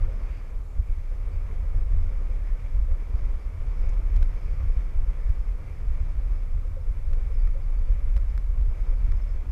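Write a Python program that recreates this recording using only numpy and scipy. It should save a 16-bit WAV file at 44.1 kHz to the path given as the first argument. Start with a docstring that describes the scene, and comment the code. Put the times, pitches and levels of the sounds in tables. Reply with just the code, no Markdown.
"""A dog sled glides over packed snow, heard from inside a closed plastic case worn by the driver.
From the start, head wind rumbles on the case in gusts, the runners hiss, crunch and now and then squeak,
and bumps in the trail knock hollowly. The sled's low drone sinks, then swells at about 1.5 s.
The wind drops away around 3.5 s; from about 4 s on, hard buffets thump the case and make it crackle,
and the mount clicks under strain while the sled runs on."""
import sys
import numpy as np
from scipy import signal
from scipy.fft import rfft, irfft, next_fast_len
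from scipy.io import wavfile
from scipy.ndimage import uniform_filter1d

SR = 44100
rng = np.random.default_rng(int(sys.argv[2]) if len(sys.argv) > 2 else 0)


def waveform_to_disk(signal):
    """Save audio, clipped to [-1, 1], as 16-bit WAV at the path in sys.argv[1]."""
    frames = np.transpose(np.atleast_2d(signal))
    scaled = np.clip(frames, -1, 1) * 32767
    samples = np.round(scaled).astype(np.int16)
    wavfile.write(sys.argv[1], SR, samples)


N = 419391
T = np.arange(N) / SR

# the runners on the snow: time_s, glide_db, crust_db (the crunch relative to the glide)
RUNNER_LEVELS = [(0, -47, -14), (0.35, -50.5, -8.5), (0.63, -54, -14), (1.0, -54.5, -9.5),
                 (1.25, -51.5, -11), (2.35, -50.5, -11), (2.7, -53, -9), (3.25, -50.5, -11),
                 (3.55, -52.5, -9.5), (3.85, -49, -11), (4.45, -50.5, -10), (4.85, -50.5, -9),
                 (5.02, -51, -12), (5.2, -52, -8.5), (5.5, -51, -10.5), (5.85, -52, -10), (6.3, -52, -9.5),
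                 (6.8, -54.0, -11.5), (7.1, -53.5, -9.5), (7.27, -52.5, -10), (7.45, -53, -10.5),
                 (8.3, -52.5, -9.5), (8.48, -53.5, -12), (8.85, -51.0, -9), (9.5, -53, -10)]


def undb(db):
    """Decibels to gain."""
    return 10 ** (np.asarray(db) / 20)


def unit(x):
    """Scale to rms 1."""
    return x / np.sqrt(np.mean(x ** 2))


def curves(table):
    """One envelope per column of a timed table, in straight lines between its points."""
    time_s, *columns = np.transpose(table)
    return [np.interp(T, time_s, column) for column in columns]


def colour(x, points):
    """Equalise x by (freq_hz, gain_db) points, rolling off beyond both ends; rms 1."""
    hz, db = np.transpose(points)
    size = next_fast_len(N)
    f = np.maximum(np.fft.rfftfreq(size, 1 / SR), 1)
    skirts = np.minimum(f / hz[0], 1) * np.minimum(hz[-1] / f, 1) ** 2
    gain = undb(np.interp(np.log(f), np.log(hz), db))
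    return unit(irfft(rfft(x, size) * skirts * gain, size)[:N])


def resonate(x, hz, width_hz):
    """One resonance with gain 1 at its centre."""
    return signal.lfilter(*signal.iirpeak(hz, hz / width_hz, fs=SR), x)


def walk(per_s):
    """A smooth random wobble: levels held 1 / per_s seconds and slewed twice; rms 1."""
    hold = int(SR / per_s)
    stairs = np.repeat(rng.standard_normal(N // hold + 1), hold)
    return unit(uniform_filter1d(uniform_filter1d(stairs, hold), hold)[:N])


def grains(per_s, spread_db):
    """Grit: random tiny impulses, a few larger than the rest; rms 1."""
    hit = rng.random(N) < per_s / SR
    size = undb(spread_db * np.minimum(rng.exponential(size=N), 4))
    return unit(hit * size * rng.choice([-1, 1], N))


def tap(hz, db, size=512):
    """The tightest transient with a given spectrum (minimum phase), at peak 1."""
    f = np.maximum(np.fft.rfftfreq(size, 1 / SR), 1)
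    gain = undb(np.interp(np.log(f), np.log(hz), db))
    cepstrum = irfft(np.log(gain))
    response = irfft(np.exp(rfft(2 * cepstrum[:size // 2], size)))
    return response / np.max(np.abs(response))


def add(out, start_s, sound):
    """Mix a sound in at start_s."""
    i = max(int(start_s * SR), 0)
    out[i:i + len(sound)] += sound[:max(N - i, 0)]


def hiss(level_db=-69):
    """A faint, even bed of hiss."""
    # tone of the hiss: freq_hz, gain_db
    hiss_eq = [(1000, 6.5), (3000, 3), (5000, 0), (8000, -1), (10000, -2.5), (12300, -1.5), (13500, -12.5),
               (15000, -8)]
    return undb(level_db) * colour(rng.standard_normal(N), hiss_eq)


def drone(trim_db=-0.5, swell_db=1.0):
    """The uneven trail shakes the sled into a low, swelling drone."""
    # how hard the sled shakes: time_s, level_db
    shaking = [(0, -52), (.7, -59.5), (1.35, -65), (1.6, -48), (2.3, -52.5), (3.1, -57), (3.8, -49.5),
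               (4.6, -50), (5.4, -51), (5.75, -49), (6.3, -51), (6.9, -53.5), (7.6, -49), (8.4, -54.5),
               (9.0, -48), (9.5, -53)]
    # tone of the sled's hum: freq_hz, gain_db
    drone_eq = [(70, -17), (105, 0), (132, 4.5), (160, -10), (200, -14), (300, -30)]
    level_db, = curves(shaking)
    envelope = undb(level_db + trim_db + swell_db * walk(9))
    return envelope * colour(rng.standard_normal(N), drone_eq)


def sizzle(usual_db=-78.5, db_per_crunch_db=1.3, flicker_db=2.0):
    """The snow sizzles in two narrow, flickering bands, more so where the runners crunch harder."""
    # resonances of the sizzle: centre_hz, width_hz, gain_db
    modes = [(4590, 300, -2.5), (5176, 440, -0.5)]
    glide_db, crust_db = curves(RUNNER_LEVELS)
    bite_db = glide_db + crust_db - np.median(glide_db + crust_db)
    bands = np.zeros(N)
    for hz, width_hz, gain_db in modes:
        flicker = undb(gain_db + flicker_db * walk(24))
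        band = resonate(rng.standard_normal(N), hz, width_hz)
        bands += flicker * resonate(band, hz, width_hz)  # twice through for steeper skirts
    return unit(bands) * undb(usual_db + db_per_crunch_db * bite_db)


def skids():
    """A runner edge shaves the crust in uneven slips: thin squeaks, each a rough, gliding noise band."""
    # squeaks on the crust: start_s, length_s, start_hz, end_hz, width_hz, level_db
    squeaks = [(0.18, 0.28, 2160, 2600, 560, -59), (0.204, .36, 1593, 1700, 900, -62),
               (0.292, .17, 4800, 4450, 380, -70), (0.3, .8, 7120, 6950, 1200, -77),
               (0.798, 0.19, 2270, 2350, 300, -64), (1.242, 0.23, 2250, 2400, 400, -62),
               (1.27, .15, 4800, 4600, 500, -72), (2.339, 0.27, 1650, 2000, 300, -60),
               (2.949, 0.73, 5130, 5150, 900, -75), (3.599, 0.45, 5230, 5170, 800, -71),
               (3.79, .16, 2245, 2360, 400, -59), (3.888, .011, 6200, 5900, 2200, -55),
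               (4.42, 0.13, 2250, 2350, 400, -59.5), (4.2, 0.52, 5050, 5050, 1200, -70.5),
               (5.104, 0.24, 1800, 2100, 500, -61), (5.6, 0.2, 2270, 2360, 350, -62),
               (7.325, 0.053, 5170, 5110, 170, -67), (7.355, .1, 4780, 4640, 260, -70),
               (7.371, 0.16, 2275, 2380, 220, -61), (7.615, .045, 4700, 4590, 120, -72),
               (7.74, .08, 4450, 4690, 120, -71), (7.835, .05, 4480, 4680, 120, -74),
               (9.145, .06, 5050, 5100, 260, -70), (9.202, 0.043, 5180, 5220, 200, -65),
               (9.25, 0.09, 5300, 5250, 300, -67)]
    out = np.zeros(N)
    for start_s, length_s, start_hz, end_hz, width_hz, level_db in squeaks:
        n = int(length_s * SR)
        lowpass = signal.butter(2, width_hz / 2, fs=SR, output="sos")
        rasp = unit(signal.sosfilt(lowpass, rng.standard_normal((2, n))))
        phase = 2 * np.pi * np.cumsum(np.linspace(start_hz, end_hz, n)) / SR
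        band = (rasp[0] * np.sin(phase) + rasp[1] * np.cos(phase)) / np.sqrt(2)
        add(out, start_s, undb(level_db) * np.hanning(n) * band)
    return out


def runners():
    """Runners rub the packed snow and crush its grains; the contact pressure flutters."""
    # smooth sliding, heard through the case: freq_hz, gain_db
    slide_eq = [(90, 7), (190, 7.5), (260, 4), (350, 2), (440, 4), (525, 4.5), (630, 0), (800, -4),
                (950, -3), (1250, -2.5), (1550, -10.5), (2200, -23), (3500, -33.5)]
    # breaking crust, heard through the case: freq_hz, gain_db
    crunch_eq = [(700, -26), (1300, -7), (1600, -0.5), (1900, 0.5), (2300, 5), (2550, -3.5), (2900, -9.5),
                 (3500, -11.5), (4200, -20), (5700, -18.5), (6200, -15), (7000, -22.5), (12000, -34),
                 (15000, -46)]
    glide_db, crust_db = curves(RUNNER_LEVELS)
    contact = walk(45)
    slide = colour(rng.standard_normal(N) + 0.5 * grains(per_s=900, spread_db=2), slide_eq)
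    crunch = colour(rng.standard_normal(N) + 0.67 * grains(per_s=1500, spread_db=4.5), crunch_eq)
    slide *= undb(glide_db + 0.73 * contact)
    crunch *= undb(glide_db + crust_db + 0.53 * contact + 0.8 * walk(18))
    return slide + crunch


def bumps(rise_s=0.004, t60_s=0.13, rough_rad=0.58):
    """Soft jolts ring one hollow resonance of the rig; loose contact roughens the ring."""
    # bumps in the trail: start_s, level_db, pitch_hz
    jolts = [(0.079, -42, 544), (1.111, -44, 508), (1.267, -43, 484), (1.637, -43.5, 560),
             (2.129, -43.2, 532), (2.294, -42, 511), (2.885, -43, 500), (2.915, -41.5, 543),
             (4.47, -44, 490), (6.645, -46, 523), (6.766, -37.5, 516), (7.11, -50, 538),
             (7.165, -42.5, 492), (7.296, -42, 506), (7.551, -39.8, 538), (7.882, -44, 512),
             (8.158, -44.5, 552), (8.922, -46, 517)]
    out, t = np.zeros(N), T[:SR // 4]
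    rattle = walk(130)
    envelope = (1 - np.exp(-t / rise_s)) * np.exp(-np.log(1000) * t / t60_s)
    for start_s, level_db, pitch_hz in jolts:
        wobble = rough_rad * np.interp(start_s + t, T, rattle)
        add(out, start_s, undb(level_db) * envelope * np.sin(2 * np.pi * pitch_hz * t + wobble))
    return out


def clicks(neutral_db=-5):
    """The mount slips under strain: each dry snap rings through the plastic case."""
    # slips of the mount: start_s, peak_db, bright_db (neutral_db leaves the treble as it is)
    slips = [(4.2368, -45, 1), (5.3016, -43.5, -5), (7.4747, -39, -9), (7.4763, -43, -8),
             (8.1773, -36.5, -7), (8.3783, -32.5, -5), (9.121, -34.5, -7)]
    # how the case answers a slip: freq_hz, gain_db
    case_eq = [(200, -8), (520, -5), (800, -13), (1200, 2.5), (1700, -1), (2250, 0.5), (2600, -17),
               (2950, -32), (3400, -12), (4000, -14), (4500, -13), (5300, -9.5), (6000, -19), (6800, -28),
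               (7500, -22), (11000, -22), (12500, -22), (15000, -40)]
    out = np.zeros(N)
    hz, case_db = np.transpose(case_eq)
    treble_shelf = np.clip(np.log2(hz / 1700) / 2, 0, 1)
    for start_s, peak_db, bright_db in slips:
        snap = tap(hz, case_db + treble_shelf * (bright_db - neutral_db))
        add(out, start_s, undb(peak_db) * snap)
    return out


def crackles(thump_s=0.0088, pivot_hz=2000, scatter_db=2, fade_db=5, gap_jitter=0.45):
    """A hard buffet thumps the case, which gives way in a run of small, uneven steps that swells and dies."""
    # the hardest buffets: start_s, crackle_db, tilt_db_per_octave, gap_s, step_count, thump_db
    buffets = [(3.9352, -44, 0.5, .006, 2, -19), (4.1632, -38.3, 0.5, 0.001, 4, -18),
               (4.227, -34.8, -0.3, 0.00068, 7, -14), (5.297, -39.5, 4, .002, 1, -23),
               (7.1316, -37.3, -0.5, .0016, 4, -21), (8.165, -33.3, 0, 0.0014, 3, -19),
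               (8.5974, -41, -1.5, 0.014, 3, -20)]
    # tone of one step of the plastic: freq_hz, gain_db
    step_eq = [(200, -2), (550, 8.5), (1300, 1), (2100, 0.5), (3000, -5), (4000, -8.5), (5800, -11.5),
               (7500, -16.5), (12000, -21), (15000, -25)]
    out = np.zeros(N)
    hz, step_db = np.transpose(step_eq)
    # the thump builds and ebbs symmetrically, centred on the first step
    from_centre = np.abs(np.linspace(-10, 10, int(20 * thump_s * SR)))
    thump = uniform_filter1d((1 - from_centre) * np.exp(-from_centre), size=128)
    for at_s, crackle_db, tilt, gap_s, count, thump_db in buffets:
        step = tap(hz, step_db + tilt * np.log2(hz / pivot_hz))
        add(out, at_s - 10 * thump_s, undb(thump_db) * thump)
        for place in np.linspace(-1, 1, round(count) + 2)[1:-1]:
            peak_db = crackle_db - fade_db * place ** 2 + scatter_db * rng.standard_normal()
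            add(out, at_s, undb(peak_db) * step)
            at_s += gap_s * (1 + gap_jitter * rng.uniform(-1, 1))
    return out


def wind(rumble_trim_db=0.5, flutter_trim_db=0.1, turbulence_db=2, even_s=0.036, soften_s=0.068):
    """Large eddies rumble on the case, small ones flutter above; gusts swell both, lulls duck the rumble."""
    # head wind between the gusts: time_s, rumble_db, flutter_db
    head_wind = [(0, -28, -40), (0.2, -24.5, -41), (0.5, -30.5, -45), (0.8, -31.5, -40), (1.1, -28, -40),
                 (1.6, -23, -37.5), (2.15, -24.5, -36.5), (2.55, -26.5, -39), (3.45, -26, -41),
                 (3.7, -24.5, -34.5), (4.1, -23, -53), (4.45, -28, -36.5), (5.3, -24.5, -43),
                 (5.7, -28, -37.5), (6.2, -24.5, -41.5), (7.0, -26, -38), (8.0, -21.5, -41.5),
                 (9.5, -25.5, -36)]
    # gusts, each one smooth swell and fall: start_s, length_s, rumble_db, flutter_db
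    gusts = [(0, 0.097, -18, -28.5), (0.777, 0.04, -13.5, -31), (0.885, 0.065, -20.5, -48),
             (1.743, 0.062, -23, -32), (1.837, 0.26, -21, -33.5), (2.723, 0.14, -17, -39),
             (2.885, 0.069, -17, -39), (3.123, 0.043, -19.5, -39), (3.178, 0.15, -24, -33.5),
             (3.79, 0.2, -24.5, -46), (4.04, 0.31, -20, -32.5), (4.572, 0.2, -19.5, -48),
             (4.756, 0.057, -17, -46), (4.945, 0.11, -18, -50), (5.07, 0.043, -19.5, -45),
             (5.288, 0.025, -15.5, -35), (5.983, 0.051, -23, -39), (6.518, 0.056, -16.5, -46),
             (6.88, 0.043, -17.5, -30.5), (6.997, 0.23, -21.5, -43), (7.306, 0.27, -19, -47),
             (7.874, 0.08, -21, -47), (8.145, 0.075, -19, -48), (8.573, 0.07, -16.5, -47),
             (8.88, 0.063, -17, -46), (8.963, 0.26, -20.5, -30)]
    # moments when the wind drops away: middle_s, length_s, depth_db
    lulls = [(0.48, 0.071, 4), (0.656, 0.13, 3), (1.314, 0.1, 6), (4.395, .1, 6.5), (3.092, 0.11, 2.5),
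             (3.406, 0.15, 10), (3.532, 0.17, 9), (4.565, .04, 6), (4.755, 0.027, 9), (4.923, 0.075, 11),
             (5.135, .05, 7), (5.19, 0.17, 4), (5.605, 0.056, 7), (5.747, 0.12, 8), (6.62, .08, 4),
             (6.809, 0.095, 7), (8.751, 0.057, 11)]
    # tone of the large eddies: freq_hz, gain_db
    rumble_eq = [(8, -14.5), (15, -11), (23, 1.5), (37, -0.5), (52, -10), (68, -16), (90, -27), (130, -51)]
    # tone of the small eddies: freq_hz, gain_db
    flutter_eq = [(45, -31), (62, -4.5), (78, -1), (102, -12.5), (128, -21.5), (165, -38), (300, -40),
                  (600, -78)]
    turbulence = np.array([walk(per_s=20), walk(per_s=20)])
    rumble_power, flutter_power = undb(np.array(curves(head_wind)) + turbulence_db * turbulence) ** 2
    for start_s, length_s, rumble_db, flutter_db in gusts:
        swell = np.hanning(int(length_s * SR))
        add(rumble_power, start_s, undb(rumble_db) ** 2 * swell)
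        add(flutter_power, start_s, undb(flutter_db) ** 2 * swell)
    duck_db = np.zeros(N)
    for middle_s, length_s, depth_db in lulls:
        add(duck_db, middle_s - length_s / 2, depth_db * np.hanning(int(length_s * SR)))
    rumble = colour(rng.standard_normal(N), rumble_eq)
    # even out the noise's own swells, so the gusts set the force of the eddies
    strength = np.sqrt(uniform_filter1d(np.abs(signal.hilbert(rumble)) ** 2, int(even_s * SR)))
    rumble = unit(rumble / uniform_filter1d(strength, int(soften_s * SR)))
    rumble *= undb(rumble_trim_db - duck_db) * np.sqrt(rumble_power)
    flutter = colour(rng.standard_normal(N), flutter_eq)
    flutter *= undb(flutter_trim_db) * np.sqrt(flutter_power)
    return rumble + flutter


def scene():
    """A mono mix, all close and dry: open snow gives no echo."""
    return (hiss() + wind() + drone() + runners() + skids() + sizzle() + bumps() + clicks() + crackles())[None]


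def record(dry):
    """A steep low-pass cuts the very top."""
    top_hz = 15200
    return signal.sosfilt(signal.ellip(8, 0.2, 70, top_hz, fs=SR, output="sos"), dry)


dry = scene()
out = record(dry)
waveform_to_disk(out)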